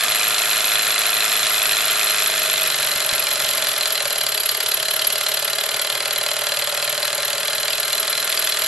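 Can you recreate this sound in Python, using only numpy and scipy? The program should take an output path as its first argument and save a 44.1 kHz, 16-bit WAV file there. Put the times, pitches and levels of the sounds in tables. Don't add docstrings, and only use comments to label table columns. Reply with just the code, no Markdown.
import sys
import numpy as np
from scipy import signal
from scipy.fft import rfft, irfft, next_fast_len
from scipy.io import wavfile
from scipy.ndimage import uniform_filter1d

SR = 44100
rng = np.random.default_rng(int(sys.argv[2]) if len(sys.argv) > 2 else 0)


def wav_record(signal):
    frames = np.transpose(np.atleast_2d(signal))
    bounded = np.clip(frames, -1, 1)
    quanta = np.round(bounded * 32767).astype(np.int16)
    wavfile.write(sys.argv[1], SR, quanta)


def nominal_scale(level):
    x = np.asarray(level, float) / 20
    return 10 ** x


N = 382347


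CRANK_TURNS = (.011, .485)
# speed in turns/s, first strike in turns, second strike in turns.
DISPLACER = [(17.4, .385, .955), (18.3, .395, .94), (19.2, .38, .925), (19.3, .378, .865), (20.5, .36, .86),
             (22.6, .32, .85), (26.7, .255, .74)]
# chatter time in seconds, then dB into base, plate, linkage, cylinder and bare clicks.
CONTACTS = [
    (0.0045, -10, -7, -8, -18, -8),
    (0.005, -2, -8, -7, -12, -12),
    (0.003, -6, -12, -15, -5, -16),
    (0.003, -5, -9, -13, -9, -15),
]
# timing slop in turns, strength spread in dB, chatter share, dB stronger per extra turn/s.
CONTACT_PLAY = [
    (.002, 0.8, 0.15, 0.25),
    (.005, 1.5, 0.085, 0.25),
    (.005, 2.0, 0.13, 0.3),
    (.005, 2.0, 0.08, 0.8),
]
# pitch in Hz, 60 dB fade in seconds, peak in dB at 22 turns/s, dB per extra turn/s.
PINGS = [
    [(1800, .01, -33, .3), (2450, .015, -25, 1.1), (3400, .03, -26, -.5), (3510, .02, -22.5, 1.1),
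     (4125, .04, -22, .1), (4700, .016, -19, -.8), (5300, .01, -29, 0), (6100, .005, -29, -.3),
     (8500, .003, -27, .8), (7350, .003, -16, .4), (9700, .003, -21, .7)],
    [(2530, .014, -26, 1.9), (3155, .045, -27.5, -.8), (3500, .02, -30, .3), (3910, .025, -31, 0),
     (4110, .03, -31, -.3), (4650, .015, -29, -.5)],
    [(1345, .03, -31, 1.2), (7400, .004, -27, .6), (10200, .003, -24, .2)],
    [(3100, .025, -31, .3), (7400, .004, -28, .6), (10200, .003, -25, .2)],
]
PING_SPREAD_DB = [2.2, 3, 2, 2]
# pitch in Hz, level in dB, 60 dB fade in seconds.
BASE = [(1218, 3.2, 0.13), (1278, 8.4, 0.074), (1412, 25, 0.0098)]
# pitch in Hz, level in dB, 60 dB fade in seconds.
PLATE = [(1627, -2, 0.0079), (1852, -2, 0.011), (2063, -6.5, 0.019), (2423, 2, 0.011), (2493, 3.5, 0.0089),
         (2836, 1, 0.0055)]
# pitch in Hz, level in dB, 60 dB fade in seconds.
LINKAGE = [(2896, -9.5, 0.025), (3168, -6.5, 0.028), (3225, -9, 0.028), (3476, 1.5, 0.0088),
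           (3870, -6, 0.019), (4080, 0.5, 0.025), (4164, 1, 0.013), (4600, 1, 0.0046), (5160, -20, 0.063),
           (5360, -8, 0.0094)]
# pitch in Hz, level in dB, 60 dB fade in seconds.
CYLINDER = [(11075, -6, .03), (11275, 0, .04), (11330, 0, .035), (11460, -3, .045)]
# pitch in Hz, level in dB.
CLICK_COLOUR = [(600, -21), (1100, -9), (2000, -28), (4500, 13), (6400, 13.5), (7400, 18.5), (8500, 14.5),
                (9800, 18), (11000, 17.5)]
# time in seconds, level in dB.
FACING = [(0, -0.5), (3.6, 0), (4.0, -0.5), (4.4, 0.8), (5.2, 1), (5.7, -1), (7.6, -1.1), (8.0, 0),
          (8.67, 0.4)]
# dB at 22 turns/s, dB per extra turn/s, share of the facing swing.
LOUDNESS_LAW = [
    (-27, 0.5, 0.18),
    (-28.5, 0.44, 1.1),
    (-27.5, 0.4, 2.3),
    (-25.5, 0.52, 0.85),
]


def metalwork(angle, speed):
    faster = speed - 22
    facing_db, = in_time(FACING)
    plate_db, *other_db = [db + per_turn_db * faster + share * facing_db
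                           for db, per_turn_db, share in LOUDNESS_LAW]
    contact_turns = [*CRANK_TURNS, *at_speed(DISPLACER, speed)]
    forces, clean = np.zeros((5, N)), 0
    for turn, contact, play, modes, luck_db in zip(
            contact_turns, CONTACTS, CONTACT_PLAY, PINGS, PING_SPREAD_DB):
        chatter_s, *share_db = contact
        slop_turns, spread_db, share, gain_db = play
        hit = blows(angle - turn, slop_turns, spread_db)
        clean = clean + pings(hit, modes, luck_db, angle, faster)
        hit = nominal_scale(gain_db * faster) * hit
        dying = signal.lfilter([1], [1, -np.exp(-1 / (chatter_s * SR))], hit)
        chatter = share * dying * grains(per_s=16000, size_db=1.2)
        forces += nominal_scale(np.array(share_db))[:, None] * (hit + chatter)

    seat_s, seat_db = .0023, 8
    forces[3] += nominal_scale(seat_db) * np.roll(forces[3], round(seat_s * SR))

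    rattle = nominal_scale(-34 + .5 * faster) * [grains(per_s=9000, size_db=2.0) for part in forces]
    rattle_db = np.array([21.0, -1.5, -4.5, -30.0, -2.0])
    forces += nominal_scale(rattle_db)[:, None] * rattle

    part_modes, signs = (BASE, PLATE, LINKAGE, CYLINDER), (-1, -1, -1, 1)
    parts = [body(force, modes, angle, spread_db=1.14, hold_turns=.5, turn_sign=sign)
             for force, modes, sign in zip(forces, part_modes, signs)]
    clicks = high_pass(colour(forces[4], CLICK_COLOUR), 4, 500)
    parts.append(even(clicks))
    levels_db = [plate_db - 9.5, plate_db - 4.5, *other_db]
    return [nominal_scale(db) * part for db, part in zip(levels_db, parts)] + [clean]


def pings(hit, modes, spread_db, angle, faster):
    bounce_s, bounce_db = .0017, -10
    hit = hit + nominal_scale(bounce_db) * np.roll(hit, round(bounce_s * SR))
    turn = (angle + .2).astype(int)
    luck = nominal_scale(spread_db * rng.standard_normal((len(modes), turn.max() + 1)))
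    rings = 0
    for k, (hz, t60, db, per_turn_db) in enumerate(modes):
        force = nominal_scale(db + per_turn_db * faster) * luck[k, turn] * hit
        rings = rings + ring(force, hz, t60)
    return high_pass(rings, 4, 1000)


# time in seconds, peak in dB.
TICKS = [
    (0.157, -8),
    (1.9948, -21),
    (2.9143, -6),
    (3.8568, -17),
    (4.2915, -5),
    (4.345, -2),
    (4.4028, 0),
    (4.459, -3),
    (4.6856, -5),
    (5.0698, -5),
]
# pitch in Hz, level in dB, 60 dB fade in seconds.
TICK_RINGS = [(4650, -20, .015), (7400, -18, .004), (9900, -14, .003), (11300, -12, .05)]


def ticks():
    force = impulses(TICKS)
    return sum(nominal_scale(db) * ring(force, hz, t60) for hz, db, t60 in TICK_RINGS)


# pitch in Hz, level in dB, 60 dB fade in seconds.
BOOM = [(135.6, 6.5, 0.4), (172, 3, 0.14)]
# pitch in Hz, level in dB, 60 dB fade in seconds.
DRUM = [(359.6, -6.5, 0.08), (398, 3.5, 0.053), (425.3, 2.5, 0.093), (491, 0, 0.05)]
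# pitch in Hz, level in dB, 60 dB fade in seconds.
LOWER_RING = [(560, -1, 0.076), (598, 1, 0.08)]
# pitch in Hz, level in dB, 60 dB fade in seconds.
UPPER_RING = [(618, 2, 0.076), (636, 5, 0.1), (690, -4, 0.05)]
# pitch in Hz, level in dB, 60 dB fade in seconds.
RIM = [(755, 2, .06), (805, 1, .07), (855, 3, .07), (968, -1.5, 0.08), (1018, 1, 0.08), (1066, 4, 0.084)]
# pitch in Hz, level in dB, 60 dB fade in seconds.
FLAP = [(192, 2.5, 0.063), (243.7, 1.1, 0.21), (303.4, 1.6, 0.069)]
# pitch in Hz, level in dB, 60 dB fade in seconds.
EDGE = [(724.6, 0, 0.44)]
# speed in turns/s, then boom, drum, lower ring, upper ring and rim levels in dB.
TRAY_RESPONSE = [(17.2, -65, -42, -47, -43, -49), (17.73, -56.5, -38, -45, -41, -42),
                 (18.12, -57, -43, -39.5, -36.5, -43.5), (17.7, -68, -40, -43, -37, -42),
                 (19.3, -57, -41, -37, -39, -39), (19.75, -52, -43.5, -33.5, -41, -39.5),
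                 (20.4, -60, -41.5, -42, -38, -44.5), (21.2, -59, -43.5, -38.5, -37, -41),
                 (22.38, -54.5, -43, -37.5, -36.5, -40.5), (23.6, -49, -43, -40.5, -42, -41),
                 (24.7, -52.5, -40, -42, -33.5, -44), (27.8, -57.5, -42.5, -46, -41, -41)]
# speed in turns/s, angle of the kick in turns, flap and hum level in dB.
ROCKING = [(17.46, 0.012, -58), (18.42, -0.0826, -52.5), (19.52, -0.0272, -54), (20.03, 0.047, -53),
           (22.25, 0.012, -48), (23.1, 0.094, -50), (25.56, -0.193, -48.5), (26.7, -0.27, -47.5)]
# speed in turns/s, level in dB.
EDGE_RESPONSE = [(18, -56), (25.5, -54), (26.55, -46), (26.8, -45)]


def tray(angle, speed):
    kick_turns, flap_db = at_speed(ROCKING, speed)
    first, second, third, rock = [blows(angle - turn, .001, 1.0) for turn in (.75, .42, .88, kick_turns)]
    loose = 0.015 * grains(per_s=1400, size_db=1.0)
    modes = (BOOM, DRUM, LOWER_RING, UPPER_RING, RIM, FLAP, EDGE)
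    forces = [first + 0.5 * second, second + 0.62 * third, rock + 0.18 * second,
              rock + 0.82 * second, rock + 0.56 * second, first + 0.5 * second, rock]
    loose_share = [0.21, 0.75, 0.38, 1.35, 0.94, 0.41, 0.54]
    trim_db = [-2.5, -4, -0.5, -2.0, -1.0, -7.0, 0.0]
    levels_db = at_speed(TRAY_RESPONSE, speed) + [flap_db - 3] + at_speed(EDGE_RESPONSE, speed)
    total = 0
    for db, trim, force, part, share in zip(levels_db, trim_db, forces, modes, loose_share):
        sound = body(force + share * loose, part, angle, spread_db=1.2, hold_turns=6.0, turn_sign=-1)
        total = total + nominal_scale(db + trim) * sound
    shallow = high_pass(total, 4, 105)
    heavy = signal.butter(2, 1400, "low", fs=SR, output="sos")
    return signal.sosfilt(heavy, shallow)


# time in seconds, peak in dB.
FINGER_BUMPS = [
    (2.178, -40),
    (2.96, -26),
    (3.128, -23),
    (3.22, -40),
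    (3.443, -27),
]


def finger_bumps():
    force = impulses(FINGER_BUMPS)
    return .5 * ring(force, 70, .015) + .4 * ring(force, 220, .015)


def kitchen(x):
    t60_s = .25
    s = np.arange(int(.4 * SR)) / SR
    tail = rng.standard_normal((2, len(s))) * nominal_scale(-60 * s / t60_s) * (s > .002)
    tail = signal.lfilter([1], [1, -.2], tail)
    tail /= np.sqrt(np.sum(tail ** 2, axis=1, keepdims=True))
    return signal.fftconvolve(x[None], tail, axes=1)[:, :N]


# time in seconds, level in dB.
GRIP = [(0, -58), (1.5, -54.5), (3.0, -55), (3.5, -54), (4.0, -61), (5.0, -57), (6.0, -59), (7.0, -65),
        (7.5, -58), (8.67, -59)]
# pitch in Hz, level in dB per Hz.
RUMBLE = [(15, -2), (25, -6), (60, -8), (110, -4), (200, -24)]
# pitch in Hz, level in dB per Hz.
HUM = [(100, -21), (180, -10.5), (300, -9), (400, -9), (1200, -13.5), (2400, -43)]


def background(speed):
    rumble_db, = in_time(GRIP)
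    hum_db = at_speed(ROCKING, speed)[1]
    shared, own = rng.standard_normal((2, N)), rng.standard_normal((2, 2, N))
    rumble = nominal_scale(rumble_db) * rms_one(colour(shared[0] + 2.0 * own[0], RUMBLE))
    hum = nominal_scale(hum_db) * rms_one(colour(shared[1] + 0.73 * own[1], HUM))
    return (rumble + hum) * nominal_scale(np.array([[-.8], [.8]]))


def fridge():
    hum_hz, hum_db = 124.8, -59.5
    return nominal_scale(hum_db) * even(ring(rng.standard_normal(N), hum_hz, 0.83))


def blows(angle, slop_turns, spread_db):
    at = np.flatnonzero(np.diff(np.floor(np.maximum.accumulate(angle))) > 0)
    luck = rng.standard_normal((len(at), 2))
    late = (slop_turns * luck[:, 0] * SR / 22).astype(int)
    out = np.zeros(N)
    out[np.clip(at + late, 0, N - 1)] = nominal_scale(spread_db * luck[:, 1])
    return out


def impulses(rows):
    force = np.zeros(N)
    force[[round(s * SR) for s, db in rows]] = nominal_scale(np.array(rows)[:, 1])
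    return force


def grains(per_s, size_db):
    sizes = nominal_scale(size_db * np.minimum(rng.exponential(1, N), 4)) * rng.choice([-1, 1], N)
    return rms_one(sizes * (rng.random(N) < per_s / SR))


def ring(force, hz, t60):
    r, w = nominal_scale(-60 / (t60 * SR)), 2 * np.pi * hz / SR
    return signal.lfilter([0, np.sin(w)], [1, -2 * r * np.cos(w), r * r], force + 1e-18)


def body(force, modes, angle, spread_db, hold_turns, turn_sign):
    step = angle / hold_turns
    luck = spread_db * rng.standard_normal((len(modes), int(step.max()) + 2))
    sound = 0
    for k, (hz, db, t60) in enumerate(modes):
        drive_db = db + np.interp(step, np.arange(luck.shape[1]), luck[k])
        sound = sound + turn_sign ** k * ring(force * nominal_scale(drive_db), hz, t60)
    return even(high_pass(sound, 4, .78 * modes[0][0]))


def high_pass(x, order, hz):
    return signal.sosfilt(signal.butter(order, hz, "high", fs=SR, output="sos"), x)


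def colour(x, points):
    hz, db = np.transpose(points)
    size = next_fast_len(N)
    bins = np.log(np.arange(size // 2 + 1) * SR / size + 1)
    return irfft(rfft(x, size) * nominal_scale(np.interp(bins, np.log(hz), db)), size)[..., :N]


def rms_one(x):
    return x / np.sqrt(np.mean(x ** 2) + 1e-20)


def even(x):
    return x / np.sqrt(uniform_filter1d(x ** 2, size=11025) + 1e-20)


def in_time(rows):
    s, *columns = np.transpose(rows)
    return [np.interp(np.arange(N) / SR, s, c) for c in columns]


def at_speed(rows, speed):
    rate, *columns = np.transpose(sorted(rows))
    return [np.interp(speed, rate, c) for c in columns]


def ports(x, lag_s, pan_db):
    size = next_fast_len(N)
    delay = np.exp(-2j * np.pi * np.arange(size // 2 + 1) * SR / size * lag_s)
    left = irfft(rfft(x, size) * delay, size)[:N]
    return np.array([left * nominal_scale(pan_db / 2), x * nominal_scale(-pan_db / 2)])


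# time in seconds, speed in turns/s.
SPEED = [(0, 26.726), (0.41, 26.779), (1.52, 26.605), (2.07, 26.598), (2.33, 25.253), (2.57, 24.936),
         (2.84, 23.044), (3.12, 22.578), (3.49, 22.642), (3.82, 21.074), (4.41, 17.399), (4.93, 18.233),
         (5.66, 18.979), (6.49, 19.552), (7.86, 20.124), (8.7, 20.46)]


def scene():
    speed, = in_time(SPEED)
    start_turns = -.196
    angle = start_turns + np.cumsum(speed) / SR
    base, plate, linkage, cylinder, clicks, clean = metalwork(angle + 1, speed)
    linkage = linkage + clean + ticks()
    low = tray(angle + 1, speed)

    lag_s = 2.4e-5
    near = ports(base + plate + low, lag_s, pan_db=-1.5)
    near = near + ports(linkage, 0.52 * lag_s, pan_db=-0.7)
    near = near + ports(cylinder, 0.77 * lag_s, pan_db=-0.5)
    near = near + ports(clicks, lag_s, pan_db=1.0)

    far = nominal_scale(-11) * kitchen(base + plate + linkage + cylinder + clicks + 0.32 * low)
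    far = colour(far, [(7000, 0), (10800, -5)])
    narrow = colour(far[0] - far[1], [(500, -38.0), (2000, 0.0), (6000, 4.0), (10300, 11.0), (10900, 1.0)]) / 2
    room = far.mean(axis=0) + narrow * [[1], [-1]]
    motor = fridge() * nominal_scale(np.array([[-.9], [.9]]))
    return near + room + background(speed) + motor + finger_bumps()


def top_cut(x):
    return signal.sosfilt(signal.butter(12, 12890, fs=SR, output="sos"), x)


# pitch in Hz, level in dB.
TOP_EDGE = [(11480, 0), (11530, -16), (11700, -18), (12000, -34), (13000, -58)]


def record(dry):
    ceiling = .66
    excess = dry - ceiling * np.tanh(dry / ceiling)
    shaved = high_pass(excess, 2, 400)
    mix = colour(1.261 * (dry - shaved), TOP_EDGE)
    return top_cut(mix)


dry = scene()
out = record(dry)
wav_record(out)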